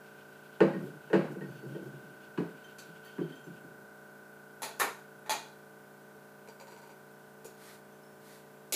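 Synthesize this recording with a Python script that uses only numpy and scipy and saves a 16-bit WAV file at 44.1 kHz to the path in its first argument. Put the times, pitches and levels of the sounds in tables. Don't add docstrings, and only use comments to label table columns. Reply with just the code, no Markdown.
import sys
import numpy as np
from scipy import signal
from scipy.fft import rfft, irfft, next_fast_len
from scipy.io import wavfile

SR = 44100
rng = np.random.default_rng(int(sys.argv[2]) if len(sys.argv) > 2 else 0)


def transcribe(signal):
    frames = np.atleast_2d(signal).T
    limited = np.clip(frames, -1, 1)
    pcm = np.round(limited * 32767).astype(np.int16)
    wavfile.write(sys.argv[1], SR, pcm)


N = 385875
HIT_SAMPLES = 32768
TIME_S, AGE_S = np.arange(N) / SR, np.arange(HIT_SAMPLES) / SR
HIT_HZ = np.fft.rfftfreq(HIT_SAMPLES, 1 / SR)
SHAFT_HZ, CASING_FIRST_MULTIPLE = 29.21, 47

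# multiple of the shaft rate, rms level in dB.
HUM_LINES = [(5, -66.5), (7, -63.5), (8, -74.5), (9, -72), (11, -71), (13, -65), (15, -62), (19, -67),
             (21, -65.5), (23, -72), (25, -72.5), (26, -70.5), (34, -71), (41, -72)]
# rms level in dB of the next shaft multiple, from CASING_FIRST_MULTIPLE up.
CASING_LINES_DB = [-68, -76, -77, -63, -62, -64.5, -63.5, -68.5]
# frequency in Hz, width in Hz, weight in dB.
BUZZ_PEAKS = [(860, 490, 2), (1424, 470, -3)]
# frequency in Hz, gain in dB.
AIR_SPECTRUM = [(25, -39), (65, -14), (90, 1.5), (150, 1), (300, 6.5), (430, 8), (520, 3), (900, -2),
                (1250, -6), (1600, 0), (2100, -4.5), (3500, -10), (5500, -12), (15000, -10)]

# start in seconds, length in seconds, level in dB.
GLASS_SCRAPES = [(0, 1.28, -69.5), (1.42, 1.52, -69), (3.02, 0.52, -70.5)]
# frequency in Hz, width in Hz, gain in dB.
SCRAPE_PEAKS = [(2760, 800, 19), (3200, 130, 0), (4520, 150, 9)]

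# start in seconds, level in dB, contact cut-off in Hz, panel boom in dB.
CRATE_HITS = [(0.605, -19, 2600, -8.5), (0.736, -38.5, 4500, 12), (0.752, -41.5, 400, 5),
              (1.100, -41.5, 2200, -20), (1.131, -21.5, 2950, -6.5), (1.355, -43.5, 400, -5),
              (1.410, -44, 4000, -5), (1.626, -47.5, 260, -16), (1.746, -41.5, 520, -13)]
BOARD_HITS = [(2.3768, -32, 3720, -2), (2.402, -32.5, 600, -4), (2.885, -54.5, 300, 7),
              (3.183, -35.5, 2400, 2.5), (3.208, -33.5, 380, -5.5), (3.468, -48, 700, 3),
              (3.485, -49, 450, 4), (3.640, -53, 600, -5)]
# frequency in Hz, gain in dB, t60 in seconds.
CRATE_RING = [(157.8, -6.5, 0.49), (192.2, 5, 0.24), (337.9, 0.5, 0.25), (425.8, 9, 0.082),
              (468.5, -2.5, 0.19), (522.5, -11.5, 0.36), (561, -11.5, 0.35), (650, -20.5, 0.3),
              (831, -25.5, 0.55), (910, -14.5, 0.14), (1086, -20, 0.28), (1482, -8, 0.061),
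              (1816, -14, 0.13), (2680, -26, 0.13), (4600, -35, 0.33)]
BOARD_RING = [(153.8, -9, 0.37), (169, 2.5, 0.25), (288.6, 7.5, 0.082), (350, -3.5, 0.26),
              (392.5, -2.5, 0.19), (428, -6.5, 0.187), (980, -8, 0.07), (1150, -12, 0.079),
              (1560, -19, 0.065), (4500, -29, 0.27)]
# frequency in Hz, gain in dB.
THUD_SPECTRUM = [(40, -32), (90, -14), (140, -21.5), (240, -3), (480, -10.5), (720, -18), (1200, -20),
                 (1700, -25.5), (2300, -23.5), (3500, -32.5), (4500, -27), (5500, -33.5), (9000, -26.5),
                 (15000, -53)]
# frequency in Hz, width in Hz, gain in dB.
BOTTLE_PEAKS = [(822, 130, -3.5), (1470, 56, -1), (1624, 60, 8.5), (1904, 42, 2.5), (2584, 76, 3),
                (2880, 82, 3), (4000, 120, -3), (4490, 61, -6)]

# start in seconds, length in seconds, level in dB.
BOTTLE_SLIDES = [(0.73, 0.15, -48.5), (1.13, 0.37, -47), (1.63, 0.08, -46), (1.8, 0.3, -54.5),
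                 (3.3, 0.54, -63)]
# frequency in Hz, gain in dB.
SLIDE_SPECTRUM = [(50, -35), (100, -43), (135, 10), (175, -0.5), (240, -6), (350, -0.5), (600, -20),
                  (2000, -43)]

# start in seconds, level in dB, frequency the contact favours in Hz.
GLASS_TAPS = [(0.736, -53, 1800), (1.413, -55, 1800), (1.746, -66, 2560), (2.640, -62, 3050),
              (2.642, -70, 6200), (2.788, -61.5, 4700), (3.055, -68.5, 4600), (3.056, -68, 2150),
              (3.322, -60.5, 3240), (3.355, -73, 8300), (3.44, -72, 7800)]
# frequency in Hz, gain in dB, t60 in seconds.
GLASS_MODES = [(1860, 15, 0.19), (3100, 7, 0.28), (3180, 0, 0.63), (3210, 1, 0.39), (3550, -6, 0.31),
               (4450, 1, 0.14), (4550, 3, 0.18), (6185, 10, 0.12), (7260, 1, 0.33)]
# start in seconds, length in seconds, level in dB, favoured frequency in Hz.
GLASS_GRAZES = [(1.458, 0.13, -72, 4460), (3.03, 0.33, -69, 3320)]

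# start in seconds, level before tilt in dB, hollow body in dB,
# treble tilt in dB per octave, ring in dB.
FITTING_HITS = [(2.785, -46.5, -17, -7, -25), (3.048, -72, 4, 7.5, -9), (4.62, -40.5, -7.5, -1.5, -7),
                (4.631, -36.5, -12, -6.5, -6.5), (4.794, -49, -9, -1, -16), (4.7991, -31, -1.5, -1.5, -22),
                (4.807, -37, 5.5, -12, -14), (5.262, -59.5, 5, -4, -2), (5.2955, -29, -15, -7, -5),
                (5.307, -34, -8.5, -8, -3.5), (7.446, -50.5, -29, -3, -22), (8.724, -25.5, -42, -4, -43)]
# frequency in Hz, gain in dB.
CRACK_SPECTRUM = [(40, -37), (120, -19), (260, -0.5), (390, 3), (650, -4), (1000, -11.5), (1800, -11.5),
                  (2500, 1), (3000, -5.5), (4400, 1.5), (5400, -3.5), (6800, 6), (8400, 1), (11700, 7.5),
                  (13200, -5), (15300, 4.5)]
# frequency in Hz, width in Hz, gain in dB.
FITTING_PEAKS = [(680, 52, 14.5), (870, 38, 22.5), (1870, 88, 7), (2470, 46, 5), (3400, 62, 7.5),
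                 (4000, 80, 7), (4460, 89, -3)]
STAND_PEAKS = [(437, 66, 5.5), (873, 280, 4), (1110, 110, 5), (1356, 110, 6), (1796, 160, 3.5),
               (2300, 190, -1), (3760, 63, -2.5), (4070, 70, -6)]

# start in seconds, level in dB.
CHAIR_BUMPS = [(6.145, -61), (7.447, -50.5)]
CHAIR_SLIPS = [(6.476, -56), (6.600, -56.5), (6.671, -58.5), (6.711, -59), (6.765, -59), (6.818, -61.5),
               (6.864, -64), (6.894, -62)]
# frequency in Hz, width in Hz, gain in dB.
CHAIR_PEAKS = [(426, 38, 6), (554, 22, 2), (805, 53, -5), (933, 54, 5), (2280, 420, -11.5),
               (4170, 140, -13), (4670, 91, -9.5), (5900, 120, -15.5), (7060, 270, -15), (8000, 140, -15.5),
               (11000, 4000, -26)]

# start in seconds, length in seconds, level in dB.
SLEEVE_STROKES = [(7.53, .31, -55), (8.17, 0.3, -58)]
# frequency in Hz, gain in dB.
CLOTH_SPECTRUM = [(100, -8), (700, 10), (1800, 11.5), (3000, 4), (4400, 8.5), (5300, 3), (11500, 4),
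                  (15000, -3)]
# start in seconds, level in dB, frequency in Hz.
HIGH_PINGS = [(7.925, -77, 6140), (8.035, -73, 5330)]


def undb(db):
    return 10 ** (np.asarray(db) / 20)


def spectrum(points, hz):
    point_hz, db = np.transpose(points)
    return undb(np.interp(np.log(hz + 1), np.log(point_hz), db))


def resonances(peaks, hz):
    powers = (undb(db) ** 2 * (hz * width) ** 2 / ((centre ** 2 - hz ** 2) ** 2 + (hz * width) ** 2)
              for centre, width, db in peaks)
    return np.sqrt(sum(powers))


def noise(shape, table):
    size = next_fast_len(N)
    gain = shape(table, np.fft.rfftfreq(size, 1 / SR))
    x = irfft(rfft(rng.standard_normal(size)) * gain, size)[:N]
    return x / x.std()


def drift(rate_hz):
    knots_s = np.arange(0, N / SR + 1, 1 / rate_hz)
    return np.interp(TIME_S, knots_s, rng.standard_normal(len(knots_s)))


def colour(x, gain):
    cepstrum = irfft(np.log(gain + 1e-6))
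    cepstrum[1:HIT_SAMPLES // 2] *= 2
    cepstrum[HIT_SAMPLES // 2 + 1:] = 0
    fade = np.minimum(1, 2 * (1 - AGE_S / AGE_S[-1])) ** 2
    return irfft(rfft(x) * np.exp(rfft(cepstrum))) * fade


def unit(x):
    return x / np.sqrt(np.mean(x[:SR // 20] ** 2))


def add(out, start_s, x):
    i = int(start_s * SR)
    out[i:i + len(x)] += x[:N - i]


def harmonics(lines, turns, phases_cycles, waver_db, waver_hz):
    out = 0
    for (multiple, db), phase in zip(lines, phases_cycles):
        tone = np.sqrt(2) * np.sin(2 * np.pi * (round(multiple) * turns + phase))
        out += tone * undb(db + waver_db * drift(waver_hz))
    return out


def buzz(turns):
    size = int(SR / SHAFT_HZ)
    gain = resonances(BUZZ_PEAKS, np.fft.rfftfreq(size, 1 / SR)) ** 2
    gain[[round(multiple) for multiple, _ in HUM_LINES]] = 0
    gain[CASING_FIRST_MULTIPLE:CASING_FIRST_MULTIPLE + len(CASING_LINES_DB)] = 0
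    one_turn = irfft(gain * np.exp(2j * np.pi * rng.random(len(gain))), size)
    return np.interp(turns, np.arange(size) / size, one_turn / one_turn.std(), period=1)


def pump(wander_hz=0.02006, whine_hold_s=4, fade_db_per_s=1.78, lead_turns=0.095, buzz_db=-65.5):
    turns = np.cumsum(SHAFT_HZ + wander_hz * drift(1)) / SR
    hum = harmonics(HUM_LINES, turns, rng.random(len(HUM_LINES)), waver_db=0.69, waver_hz=2.01)
    fade_db = fade_db_per_s * np.maximum(TIME_S - whine_hold_s, 0)
    lines = [(CASING_FIRST_MULTIPLE + k, db - fade_db) for k, db in enumerate(CASING_LINES_DB)]
    phases_cycles = [lead_turns * (k * k / 2 + drift(1)) for k in range(len(lines))]
    whine = harmonics(lines, turns, phases_cycles, waver_db=1.78, waver_hz=1)
    return hum + whine + undb(buzz_db) * buzz(turns)


def cooling_air(level_db=-61.5):
    return undb(level_db) * noise(spectrum, AIR_SPECTRUM)


def pushes(strokes, attack_s=0.019, release_s=0.11):
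    gain = 0
    for start_s, length_s, db in strokes:
        rise = np.clip((TIME_S - start_s) / attack_s, 0, 1)
        fall = np.exp(-np.maximum(TIME_S - start_s - length_s, 0) / release_s)
        gain += undb(db) * rise * fall
    return gain


def glass_scrapes(catch_db=3.5, catch_hz=30.3):
    catches = undb(catch_db * drift(catch_hz))
    return pushes(GLASS_SCRAPES) * catches * noise(resonances, SCRAPE_PEAKS)


def garage_click(gain, direct, t60_low_s=0.37, t60_high_s=0.2, early_db=2, grain_db=11):
    early = np.exp(-((AGE_S - 0.013) / 0.0071) ** 2)
    echo = rng.standard_normal(HIT_SAMPLES)
    grain = np.exp(-AGE_S / 0.0068) * (rng.standard_normal(HIT_SAMPLES) - 1.2)
    echo *= undb(early_db * early + grain_db * grain)
    low = signal.sosfilt(signal.butter(1, 4000, fs=SR, output="sos"), echo)
    response = low * 1000 ** (-AGE_S / t60_low_s) + (echo - low) * 1000 ** (-AGE_S / t60_high_s)
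    response /= np.linalg.norm(response)
    response[0] += direct
    return unit(colour(response, gain))


def ring(modes, swell_cycles, scatter_db, detune):
    hz, db, t60_s = np.transpose(modes)[:, :, None]
    strength, shift, phase = rng.standard_normal((3, len(modes), 1))
    waves = np.sin(2 * np.pi * (hz * (1 + detune * shift) * AGE_S + phase))
    swell = (1 - np.exp(-AGE_S * hz / swell_cycles)) ** 2
    decay = 1000 ** (-AGE_S / t60_s)
    return unit((undb(db + scatter_db * strength) * waves * swell * decay).sum(0))


def bottle_knocks(hits, modes, thud_db, click_db, swell_cycles):
    out = np.zeros(N)
    radiated = 1 / np.sqrt(1 + (115 / (HIT_HZ + 1)) ** 8)
    glass = resonances(BOTTLE_PEAKS, HIT_HZ)
    thud_gain = spectrum(THUD_SPECTRUM, HIT_HZ) * np.hypot(1, glass)
    click_gain = glass / (1 + HIT_HZ / 1500)
    for start_s, db, contact_hz, boom_db in hits:
        thud = garage_click(thud_gain, direct=0.031, t60_low_s=0.51, t60_high_s=0.13)
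        click = garage_click(click_gain, direct=1.2, t60_low_s=0.15, t60_high_s=0.1)
        ringing = ring(modes, swell_cycles, scatter_db=0.26, detune=0.002)
        blow = ringing + undb(thud_db) * thud + undb(click_db) * click
        contact = 1 / (1 + (HIT_HZ / contact_hz) ** 2)
        boom = undb(boom_db / (1 + (HIT_HZ / 240) ** 4))
        add(out, start_s, undb(db) * unit(colour(blow, contact * boom * radiated)))
    return out


def bottle_slides(judder_db=4, judder_hz=25.02):
    judder = undb(judder_db * drift(judder_hz))
    return pushes(BOTTLE_SLIDES, attack_s=0.028) * judder * noise(spectrum, SLIDE_SPECTRUM)


def touched_modes(favoured_hz, db_per_octave=25):
    return [(hz, db - db_per_octave * abs(np.log2(hz / favoured_hz)), t60_s)
            for hz, db, t60_s in GLASS_MODES]


def glass_taps():
    out = np.zeros(N)
    for start_s, db, favoured_hz in GLASS_TAPS:
        tink = ring(touched_modes(favoured_hz), swell_cycles=2.2, scatter_db=1.5, detune=0.0037)
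        add(out, start_s, undb(db) * tink)
    return out


def glass_singing(width_hz=45, catch_db=3, catch_hz=40):
    out = 0
    for start_s, length_s, db, favoured_hz in GLASS_GRAZES:
        peaks = [(hz, width_hz, mode_db) for hz, mode_db, _ in touched_modes(favoured_hz)]
        out += pushes([(start_s, length_s, db)]) * noise(resonances, peaks)
    return out * undb(catch_db * drift(catch_hz))


def panel_ripple(depth_db=3.6, spacing_hz=70):
    knots = rng.standard_normal(2048)
    return undb(depth_db * np.interp(HIT_HZ / spacing_hz, np.arange(len(knots)), knots))


def fitting_clacks(pivot_hz=4100):
    out = np.zeros(N)
    treble_octaves = np.log2(np.maximum(HIT_HZ / pivot_hz, 1))
    for start_s, db, body_db, tilt_db_per_octave, ring_db in FITTING_HITS:
        crack_gain = spectrum(CRACK_SPECTRUM, HIT_HZ) * panel_ripple()
        crack = garage_click(crack_gain, direct=0.28, t60_low_s=0.4, t60_high_s=0.22)
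        body = garage_click(resonances(STAND_PEAKS, HIT_HZ), direct=0.28, t60_low_s=0.33, t60_high_s=0.13)
        ringing = garage_click(resonances(FITTING_PEAKS, HIT_HZ), direct=0.67, t60_high_s=0.48)
        blow = crack + undb(body_db) * body + undb(ring_db) * ringing
        add(out, start_s, undb(db) * colour(blow, undb(tilt_db_per_octave * treble_octaves)))
    return out


def chair(chatter_s=0.011, scatter_db=2):
    out = np.zeros(N)
    for start_s, db in CHAIR_SLIPS:
        for lag_s in (0, chatter_s):
            frame = [(hz, width_hz, peak_db + scatter_db * rng.standard_normal())
                     for hz, width_hz, peak_db in CHAIR_PEAKS]
            slip = garage_click(resonances(frame, HIT_HZ), direct=0.45, t60_low_s=0.19, t60_high_s=0.22)
            add(out, start_s + lag_s, undb(db) * slip)
    bump_gain = resonances(CHAIR_PEAKS, HIT_HZ) / (1 + (HIT_HZ / 560) ** 4)
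    for start_s, db in CHAIR_BUMPS:
        add(out, start_s, undb(db) * garage_click(bump_gain, direct=0.19, t60_low_s=0.18))
    return out


def sleeve_rubs(speed_power=1.75):
    gain = 0
    for start_s, length_s, db in SLEEVE_STROKES:
        progress = np.clip((TIME_S - start_s) / length_s, 0, 1)
        gain += undb(db) * np.abs(np.sin(np.pi * progress)) ** speed_power
    return gain * noise(spectrum, CLOTH_SPECTRUM)


def pings(width_hz=20):
    out = np.zeros(N)
    for start_s, db, hz in HIGH_PINGS:
        note_gain = resonances([(hz, width_hz, 0)], HIT_HZ)
        add(out, start_s, undb(db) * garage_click(note_gain, direct=1))
    return out


def scene():
    air = cooling_air()
    crate = bottle_knocks(CRATE_HITS, CRATE_RING, thud_db=-9.5, click_db=-18.5, swell_cycles=2.6)
    board = bottle_knocks(BOARD_HITS, BOARD_RING, thud_db=-10, click_db=-18, swell_cycles=1)
    blows = crate + board + fitting_clacks() + glass_taps() + pings()
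    friction = glass_singing() + chair() + bottle_slides() + glass_scrapes() + sleeve_rubs()
    return (air + pump() + blows + friction)[None]


def record(dry):
    return signal.sosfilt(signal.ellip(12, 0.2, 70, 15300, fs=SR, output="sos"), dry)


dry = scene()
out = record(dry)
transcribe(out)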